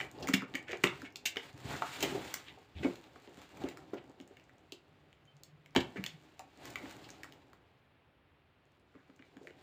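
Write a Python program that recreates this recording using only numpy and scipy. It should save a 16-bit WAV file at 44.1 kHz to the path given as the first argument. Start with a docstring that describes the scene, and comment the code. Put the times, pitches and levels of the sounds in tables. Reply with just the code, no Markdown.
"""Packing tape cracks as fingernails pick it off a cardboard box: the glue snaps and a stiff flap rings.
Nail tips tick on the tape. The box is turned, pressed and set down on a mat, so knocks ring its panels
while card and sleeve rub and scrape. Behind this are faint room noise, a brief far hum and one tiny
squeak. It all happens in a small hard room, heard through a phone overhead."""
import sys
import numpy as np
from scipy import signal
from scipy.fft import rfft, irfft, next_fast_len
from scipy.io import wavfile
from scipy.ndimage import uniform_filter1d

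SR = 44100
rng = np.random.default_rng(int(sys.argv[2]) if len(sys.argv) > 2 else 0)


def transcribe(signal):
    """Save signal, clipped to [-1, 1], as a 16-bit WAV file at the path in sys.argv[1]."""
    frames = np.atleast_2d(signal).T
    limited = np.clip(frames, -1, 1)
    pcm = np.round(limited * 32767).astype(np.int16)
    wavfile.write(sys.argv[1], SR, pcm)


N = 424241
T = np.arange(N) / SR

# Tone of the room noise: pitch_hz, gain_db
ROOM_NOISE_TONE = [(20, -27.5), (38, -4), (93, 7), (177, -2), (527, -4), (849, -7.5), (2750, -11.5),
                   (3840, -19.5), (6360, -38), (14700, -38.5), (16000, -36.5)]
# How the far hum comes and goes: time_s, level_db
HUM_LEVELS = [(4.4, -95), (4.9, -73), (5.2, -70), (6.1, -58), (6.3, -79)]
# Echo of the room: pitch_hz, fade_s (in all tables, the time to fall by 60 dB)
ROOM_FADES = [(125, 0.51), (250, 0.11), (500, 0.26), (1000, 0.34), (2000, 0.26), (4000, 0.2), (8000, 0.16),
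              (14000, 0.12)]
# How the phone colours sound: pitch_hz, gain_db
PHONE_TONE = [(25, -38), (45, -2.5), (75, -4.5), (2000, 1), (3000, 0.5), (4500, 3.5), (5800, 2),
              (7200, 4.5), (9000, -8), (11000, -15.5), (13000, -13), (15300, -6.5), (15750, -38)]
# One thin squeak: start_s, level_db, pitch_hz, decay_ms
SQUEAK = (5.274, -63, 3090, 28)
# Rubbing as the box is handled: time_s, hiss_db, rumble_db
RUB_LEVELS = [(0.0, -45, -37), (0.1, -70.5, -59), (0.248, -53.5, -38.5), (0.43, -83.5, -84),
              (0.5, -65, -51), (0.66, -71.5, -57), (0.95, -57, -56.5), (1.06, -64.5, -56.5),
              (1.119, -82, -61), (1.33, -65.5, -60.5), (1.45, -53, -54.5), (1.52, -66, -59.5),
              (1.62, -57, -54.5), (1.71, -47, -38), (1.95, -46.5, -59), (2.05, -42.5, -38.5),
              (2.36, -50, -53.5), (2.441, -59.5, -60.5), (2.581, -69, -61), (2.729, -73.5, -65.5),
              (2.848, -53.5, -48), (3.1, -69, -65), (3.4, -61.5, -55), (3.5, -65.5, -63.5),
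              (3.62, -57.5, -44), (3.8, -69.5, -56), (4.42, -76, -65), (5.711, -80.5, -73),
              (5.82, -62.5, -52), (6.199, -67.5, -65), (6.549, -72, -64.5), (6.65, -56, -51.5),
              (6.91, -55, -52.5), (7.15, -62.5, -54.5), (7.58, -79, -67), (8.198, -94, -90.5),
              (8.899, -80, -71.5), (9.62, -71.5, -59.5)]
# Short scrapes and crumples of card, and the dull pops of the loudest tape cracks: start_s, level_db, pitch_hz,
# length_ms
SCRAPES_AND_POPS = [(0.337, -22.5, 1380, 3.4), (0.4, -38, 1930, 53), (0.669, -35.5, 2050, 95), (0.688, -37, 413, 31),
                    (0.836, -16, 1260, 8.1), (1.042, -41.5, 2130, 33), (1.70, -37, 1480, 82), (2.028, -28, 2500, 30),
                    (2.462, -39.5, 2690, 51), (2.748, -45.5, 2660, 58), (2.825, -33.5, 2340, 37),
                    (3.642, -46.5, 1770, 70), (3.963, -47.5, 2480, 36), (5.76, -19.5, 830, 3.6),
                    (5.752, -30, 2640, 15), (5.957, -35.5, 1950, 33), (8.928, -58, 1490, 105), (9.40, -44, 430, 125)]
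# Notes at which the box panels and the air inside ring: pitch_hz, level_db, fade_s
BOX_NOTES = [(79, -5.5, 0.26), (133.8, -1, 0.13), (191.5, -3.5, 0.15), (263.2, 0, 0.12), (342.4, -2, 0.12),
             (389.6, 1, 0.087), (469, -7, 0.08), (702, -2.5, 0.026), (756, 0.5, 0.053), (900, 1, 0.06),
             (1120, -1.5, 0.12), (1230, -8.5, 0.032)]
# Knocks on the box: start_s, level_db, pitch_hz (of the panel that rings most)
KNOCKS = [(0.286, -23, 244), (0.335, -16.5, 233), (0.422, -34, 263), (0.542, -34.5, 258),
          (0.729, -29.5, 446), (0.836, -16.5, 343), (0.839, -30.5, 130), (1.026, -39, 258),
          (1.365, -30.5, 430), (1.537, -38.5, 131), (1.647, -29, 117), (1.819, -27.5, 730),
          (2.026, -24, 364), (2.07, -32.5, 360), (2.121, -30, 370), (2.148, -25, 390), (2.172, -32.5, 392),
          (2.574, -46.5, 646), (2.749, -35.5, 86), (2.799, -33, 142), (2.829, -31, 328),
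          (2.846, -18.5, 286), (2.86, -25.5, 346), (2.905, -36, 328), (3.159, -47, 527), (3.275, -43, 333),
          (3.374, -45, 250), (3.618, -38, 690), (3.637, -24, 303), (3.933, -25, 390), (4.096, -46, 434),
          (4.199, -39.5, 244), (4.308, -45, 408), (4.72, -40, 364), (5.751, -29, 784), (5.76, -14.5, 311),
          (5.765, -27, 125), (5.958, -33.5, 370), (5.98, -30, 167), (6.395, -40, 790), (6.832, -35.5, 266),
          (8.948, -46, 269), (9.093, -49.5, 260), (9.195, -48.5, 269), (9.364, -43, 256),
          (9.409, -45.5, 411)]
# Ticks of a nail on the tape: start_s, level_db
NAIL_TICKS = [(0.1143, -38.5), (0.201, -47), (0.2463, -57), (0.628, -45), (0.7726, -41.5), (0.797, -57),
              (0.818, -55), (0.831, -43), (0.94, -55), (0.997, -54), (1.105, -54), (1.1243, -48),
              (1.178, -48), (1.53, -48), (2.347, -34), (3.222, -52), (3.943, -43.5), (4.065, -65),
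              (4.097, -52), (4.213, -48), (4.277, -44), (4.4406, -57), (4.583, -55), (5.254, -57.5),
              (5.368, -53.5), (5.7084, -56), (6.575, -48), (7.104, -34), (7.3364, -55), (8.655, -61.5),
              (8.72, -60.5), (8.798, -57.5), (9.163, -53)]
# Notes of the stiff flap under the tape: pitch_hz, level_db, fade_s
FLAP_NOTES = [(1360, -1, 0.013), (1980, -5.5, 0.024), (2270, 4, 0.014), (2830, 5, 0.011), (2991, -1, 0.015),
              (3420, -5, 0.016), (4170, -14.5, .012)]
# Cracks of the tape: start_s, level_db, pitch_hz, treble_db (compared with level_db)
TAPE_CRACKS = [(0.0024, -26, 1850, -40), (0.011, -26, 1950, -16), (0.1863, -49, 3540, -17),
               (0.225, -38, 4030, -4), (0.273, -29.5, 2400, 4), (0.2785, -35, 1910, 3),
               (0.287, -25.5, 1390, 0), (0.327, -39, 2700, -7), (0.3352, -26, 1910, 2.5),
               (0.3383, -13.5, 2620, -2.5), (0.4213, -32, 1390, -10), (0.5396, -32, 2920, -14),
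               (0.546, -34.5, 1977, -26), (0.5516, -25, 2100, -5.5), (0.685, -37.5, 2070, -26),
               (0.7105, -35.5, 2227, -24), (0.7174, -40, 4430, 0), (0.6925, -35.5, 2080, -26),
               (0.7225, -41.5, 2200, -28), (0.7303, -29.5, 2030, -30), (0.743, -39, 2170, -25),
               (0.8368, -17.5, 1850, -3), (0.8402, -10.5, 2820, -4), (0.872, -23, 2760, -25),
               (1.0181, -39.5, 1310, -0.5), (1.1576, -32.5, 3550, -3), (1.1684, -46, 3240, 13.5),
               (1.2549, -23, 2800, 4), (1.2745, -28, 3050, -27), (1.3596, -32.5, 2000, -8),
               (1.3691, -23.5, 2320, -11.5), (1.766, -38, 4550, -9), (1.8218, -23, 1410, -31),
               (2.0053, -34, 2920, 5), (2.0261, -23.5, 3000, 4), (2.3406, -29, 1820, 13),
               (2.957, -41.5, 4200, 0.5), (3.04, -51, 2410, 0.5), (3.159, -43, 1410, -21),
               (3.275, -46, 2600, -22), (3.4175, -44.5, 1390, 5.5), (3.5713, -45, 1620, -2),
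               (3.638, -39, 2800, -13), (3.687, -38, 2970, -1.5), (3.712, -44, 2300, -8),
               (3.7723, -39.5, 1450, 0.5), (3.935, -51, 1920, 4), (4.2016, -42.5, 2550, -3),
               (4.3693, -47.5, 2290, -6), (4.3978, -49, 2990, -4), (4.495, -49, 1980, -10),
               (4.7215, -34.5, 3810, -0.5), (5.129, -48.5, 2410, -2.5), (5.435, -45.5, 5600, 14),
               (5.66, -47.5, 2300, -1), (5.7502, -31.5, 2290, 3), (5.7625, -14.5, 2520, -9),
               (5.774, -28, 3050, -21), (5.803, -31, 3120, -7.5), (6.0398, -25.5, 2700, 1),
               (6.063, -28, 3220, 0), (6.3938, -42.5, 3200, 7.5), (6.6547, -41.5, 1600, 8.5),
               (6.703, -46, 2370, 6.5), (6.757, -27, 1740, -9), (6.91, -44, 1730, 4.5),
               (6.857, -41.5, 1800, -16), (7.04, -48.5, 3470, -6), (7.0917, -41, 2330, -5),
               (7.2332, -35, 2260, 2), (7.244, -40.5, 1400, 4.5), (7.3233, -44, 2580, -1.5),
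               (7.5325, -46.5, 1670, 2), (8.953, -51, 1620, -25), (9.0995, -50, 1720, -19),
               (9.192, -52, 1740, -26), (9.2238, -45.5, 2060, -23.5), (9.369, -47.5, 1580, -8),
               (9.4719, -35, 2160, -12.5), (9.507, -46.5, 2180, -17)]


def gain(db):
    """Turn decibels into a number to multiply by."""
    return 10 ** (np.asarray(db) / 20)


def unit(x):
    """Scale a sound to an average (rms) level of 1."""
    return x / np.sqrt(np.mean(x ** 2))


def band(x, low_hz, high_hz):
    """Keep the sound between two pitches."""
    edges = [low_hz, min(high_hz, .45 * SR)]
    return signal.sosfilt(signal.butter(2, edges, "bandpass", fs=SR, output="sos"), x)


def colour(x, tone):
    """Turn each pitch up or down by a tone table."""
    size = next_fast_len(len(x))
    hz, db = np.transpose(tone)
    all_hz = np.arange(size // 2 + 1) * SR / size
    curve = gain(np.interp(np.log(all_hz + 1), np.log(hz), db))
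    return irfft(rfft(x, size) * curve, size)[:len(x)]


def wander(rate_hz):
    """Glide to a new random value rate_hz times a second."""
    step = int(SR / rate_hz)
    return uniform_filter1d(np.repeat(rng.standard_normal(N // step + 1), step), step)[:N]


def fade(t, fade_s):
    """Fall by 60 dB every fade_s seconds."""
    return np.exp(-np.log(1000) * t / fade_s)


def add(out, start_s, sound, peak_db):
    """Mix a sound in at start_s with its peak at peak_db."""
    i = max(int(start_s * SR), 0)
    out[i:i + len(sound)] += (sound * gain(peak_db) / np.abs(sound).max())[:N - i]


def room_noise(level_db=-68):
    """Faint, low noise that swells a little."""
    return unit(colour(rng.standard_normal(N), ROOM_NOISE_TONE)) * gain(level_db + wander(0.96))


def far_hum(pitch_hz=149.6):
    """A wavering, fluttering hum that comes and goes."""
    wavering_hz = pitch_hz * (1 + 0.045 * wander(4.0))
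    level_db = np.interp(T, *np.transpose(HUM_LEVELS)) + 6.5 * wander(44)
    return np.sin(2 * np.pi * np.cumsum(wavering_hz) / SR) * gain(level_db)


def room_echo(x, level_db=-6.5, nearest_wall_s=0.0055):
    """Echoes build up from the nearest wall, then each range of pitch fades at its own speed."""
    t = T[:int(.5 * SR)]
    tail = sum(band(rng.standard_normal(len(t)), hz / 1.46, hz * 1.48) * fade(t, fade_s) / np.sqrt(fade_s)
               for hz, fade_s in ROOM_FADES)
    tail *= np.clip(t / nearest_wall_s, 0, 1) ** 2
    tail /= np.sqrt(np.sum(tail ** 2))
    return gain(level_db) * signal.fftconvolve(x, tail)[:N]


def squeak():
    """A faint thin tone that starts quickly and fades."""
    start_s, db, hz, decay_ms = SQUEAK
    out, t = np.zeros(N), T[:6000]
    swell = (1 - np.exp(-t / .005)) * np.exp(-t / (decay_ms / 1000))
    add(out, start_s, swell * np.sin(2 * np.pi * hz * t), db)
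    return out


def rubbing(slips_per_s=220, fast_rub_db=-56.5):
    """Card and sleeve rub: a grainy hiss with stray slips, and a rumble from the big box panels."""
    times, *levels = np.transpose(RUB_LEVELS)
    hiss_db, rumble_db = (np.interp(T, times, level) for level in levels)
    speed_db = hiss_db - fast_rub_db
    grit = rng.standard_normal(N) * gain(2.2 * wander(70) + 1.4 * wander(14))
    slips = (rng.random(N) < slips_per_s / SR) * rng.standard_normal(N)
    slips *= gain(7.6 * np.minimum(rng.exponential(size=N), 1.5))  # some are much bigger
    slips *= gain(-np.maximum(speed_db, 0))  # a fast rub drowns them
    jolts = rng.standard_normal(N) * gain(2.2 * wander(35))
    rumble = sum(gain(db) * unit(band(jolts, hz - 3.56 / fade_s, hz + 3.4 / fade_s))
                 for hz, db, fade_s in BOX_NOTES[:8])
    hiss = unit(band(grit + 2.5 * slips, 560, 4030))
    treble = unit(band(grit + 4.1 * slips, 3000, 16000))
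    treble *= gain(-3 + .1 * speed_db)  # a faster rub is brighter
    return gain(hiss_db) * (hiss + treble) + gain(rumble_db) * unit(rumble)


def scrapes_and_pops():
    """Card fibres catch and slip in a quick, grainy swell; the shortest rows give the dull pop of the loudest
    tape cracks."""
    out, t = np.zeros(N), T[:6000]
    for start_s, db, hz, length_ms in SCRAPES_AND_POPS:
        progress = np.minimum(t / (length_ms / 1000), 1)
        grain = rng.standard_normal(len(t)) * gain(4 * rng.standard_normal(len(t) // 100).repeat(100))
        swell = grain * np.sin(np.pi * progress ** 0.84)
        edges = hz / 1.55, hz * 1.4
        body = unit(band(band(swell, *edges), *edges))
        add(out, start_s, body + 0.13 * unit(band(swell, hz, 17000)), db)
    return out


def box_knocks(focus_db_per_octave=23, push_cycles=0.8, thump_s=0.011):
    """A soft push rings the box, most of all the panel nearest the blow; loose flaps rattle after it."""
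    out, t = np.zeros(N), T[:12000]
    hz, note_db, fade_s = np.transpose(BOX_NOTES)[:, :, None]
    for start_s, db, panel_hz in KNOCKS:
        louder, sharper, flip = rng.standard_normal((len(hz), 3)).T[:, :, None]
        near_db = -focus_db_per_octave * np.abs(np.log2(hz / panel_hz)) + 2.0 * louder
        notes = np.sign(flip) * np.sin(2 * np.pi * hz * (1 + 0.0065 * sharper) * t) * fade(t, fade_s)
        ring = unit((gain(note_db + near_db) * notes).sum(axis=0))
        noise = band(rng.standard_normal(len(t)), panel_hz / 2.2, panel_hz * 1.79)
        rattle = unit(noise * np.exp(-t / 0.02))
        rise = (1 - np.exp(-t * panel_hz / push_cycles)) ** 2
        thump = 1 + np.exp(-t / thump_s)  # the first swing stands out, then the hand damps the panel
        add(out, start_s, rise * thump * (ring + 0.36 * rattle), db)
    return out


def nail_ticks():
    """A nail tip slips over one ridge of the tape: a single bright click."""
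    out, t = np.zeros(N), T[:256]
    for start_s, db in NAIL_TICKS:
        click = rng.standard_normal(len(t)) * np.exp(-t / .0004)
        add(out, start_s, band(click, rng.uniform(2500, 5000), 16000), db)
    return out


def tape_cracks(spots=6, typical_tear_s=0.0015, focus_db_per_octave=25):
    """Glue lets go with a snap and a rush of tiny slips that ring the flap. One track per tape spot."""
    out, t = np.zeros((spots, N)), T[:2048]
    note_hz, note_db, fade_s = np.transpose(FLAP_NOTES)[:, :, None]
    for k, (start_s, db, hz, treble_db) in enumerate(TAPE_CRACKS):
        # louder cracks tend to tear for longer
        tear_s = typical_tear_s * gain(0.15 * (db + 25.5) + 8.5 * rng.standard_normal())
        rush = (1 - np.exp(-t / (0.21 * tear_s))) * np.exp(-t / tear_s)
        slips = rng.standard_normal((2, len(t))) * rush
        slips[:, 4] += 1.5  # the first snap
        body_slips, treble_slips = slips
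        bend = 1 + .02 * rng.standard_normal(note_hz.shape)  # the flap is held differently each time
        notes = np.sin(2 * np.pi * note_hz * bend * t) * fade(t, fade_s)
        near_db = -focus_db_per_octave * np.abs(np.log2(note_hz / hz))
        flap = (gain(note_db + near_db) * notes).sum(axis=0)
        ring = unit(signal.fftconvolve(body_slips, flap)[:len(t)])
        edges = hz / 2.1, hz * 1.4
        snap = unit(band(band(body_slips, *edges), *edges))
        snap *= np.clip((treble_db - db + 6) / 38, .3, 1.2)  # faint, bright cracks snap more than ring
        treble = band(treble_slips, 4800, 20000) + 0.86 * band(treble_slips, 13100, 15600)
        add(out[k % spots], start_s, ring + snap, db)
        add(out[k % spots], start_s, treble, db + treble_db)
    return out


def scene():
    """Each part of the box gets its own echo; the phone colours the mix, and the background is added."""
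    parts = *tape_cracks(), nail_ticks() + scrapes_and_pops(), box_knocks(), rubbing()
    in_room = sum(part + room_echo(part) for part in parts)
    foreground = colour(in_room + squeak(), PHONE_TONE)
    return (foreground + room_noise() + far_hum())[None]


def record(dry):
    """The phone drops the deepest bass, rounds the loudest peaks and cuts the highest treble."""
    bass_cut = signal.butter(2, 45, "highpass", fs=SR, output="sos")
    treble_cut = signal.ellip(10, .2, 70, 16700, fs=SR, output="sos")
    rounded = np.tanh(1.713 * signal.sosfilt(bass_cut, dry)) / 1.888
    return signal.sosfilt(treble_cut, rounded)


dry = scene()
out = record(dry)
transcribe(out)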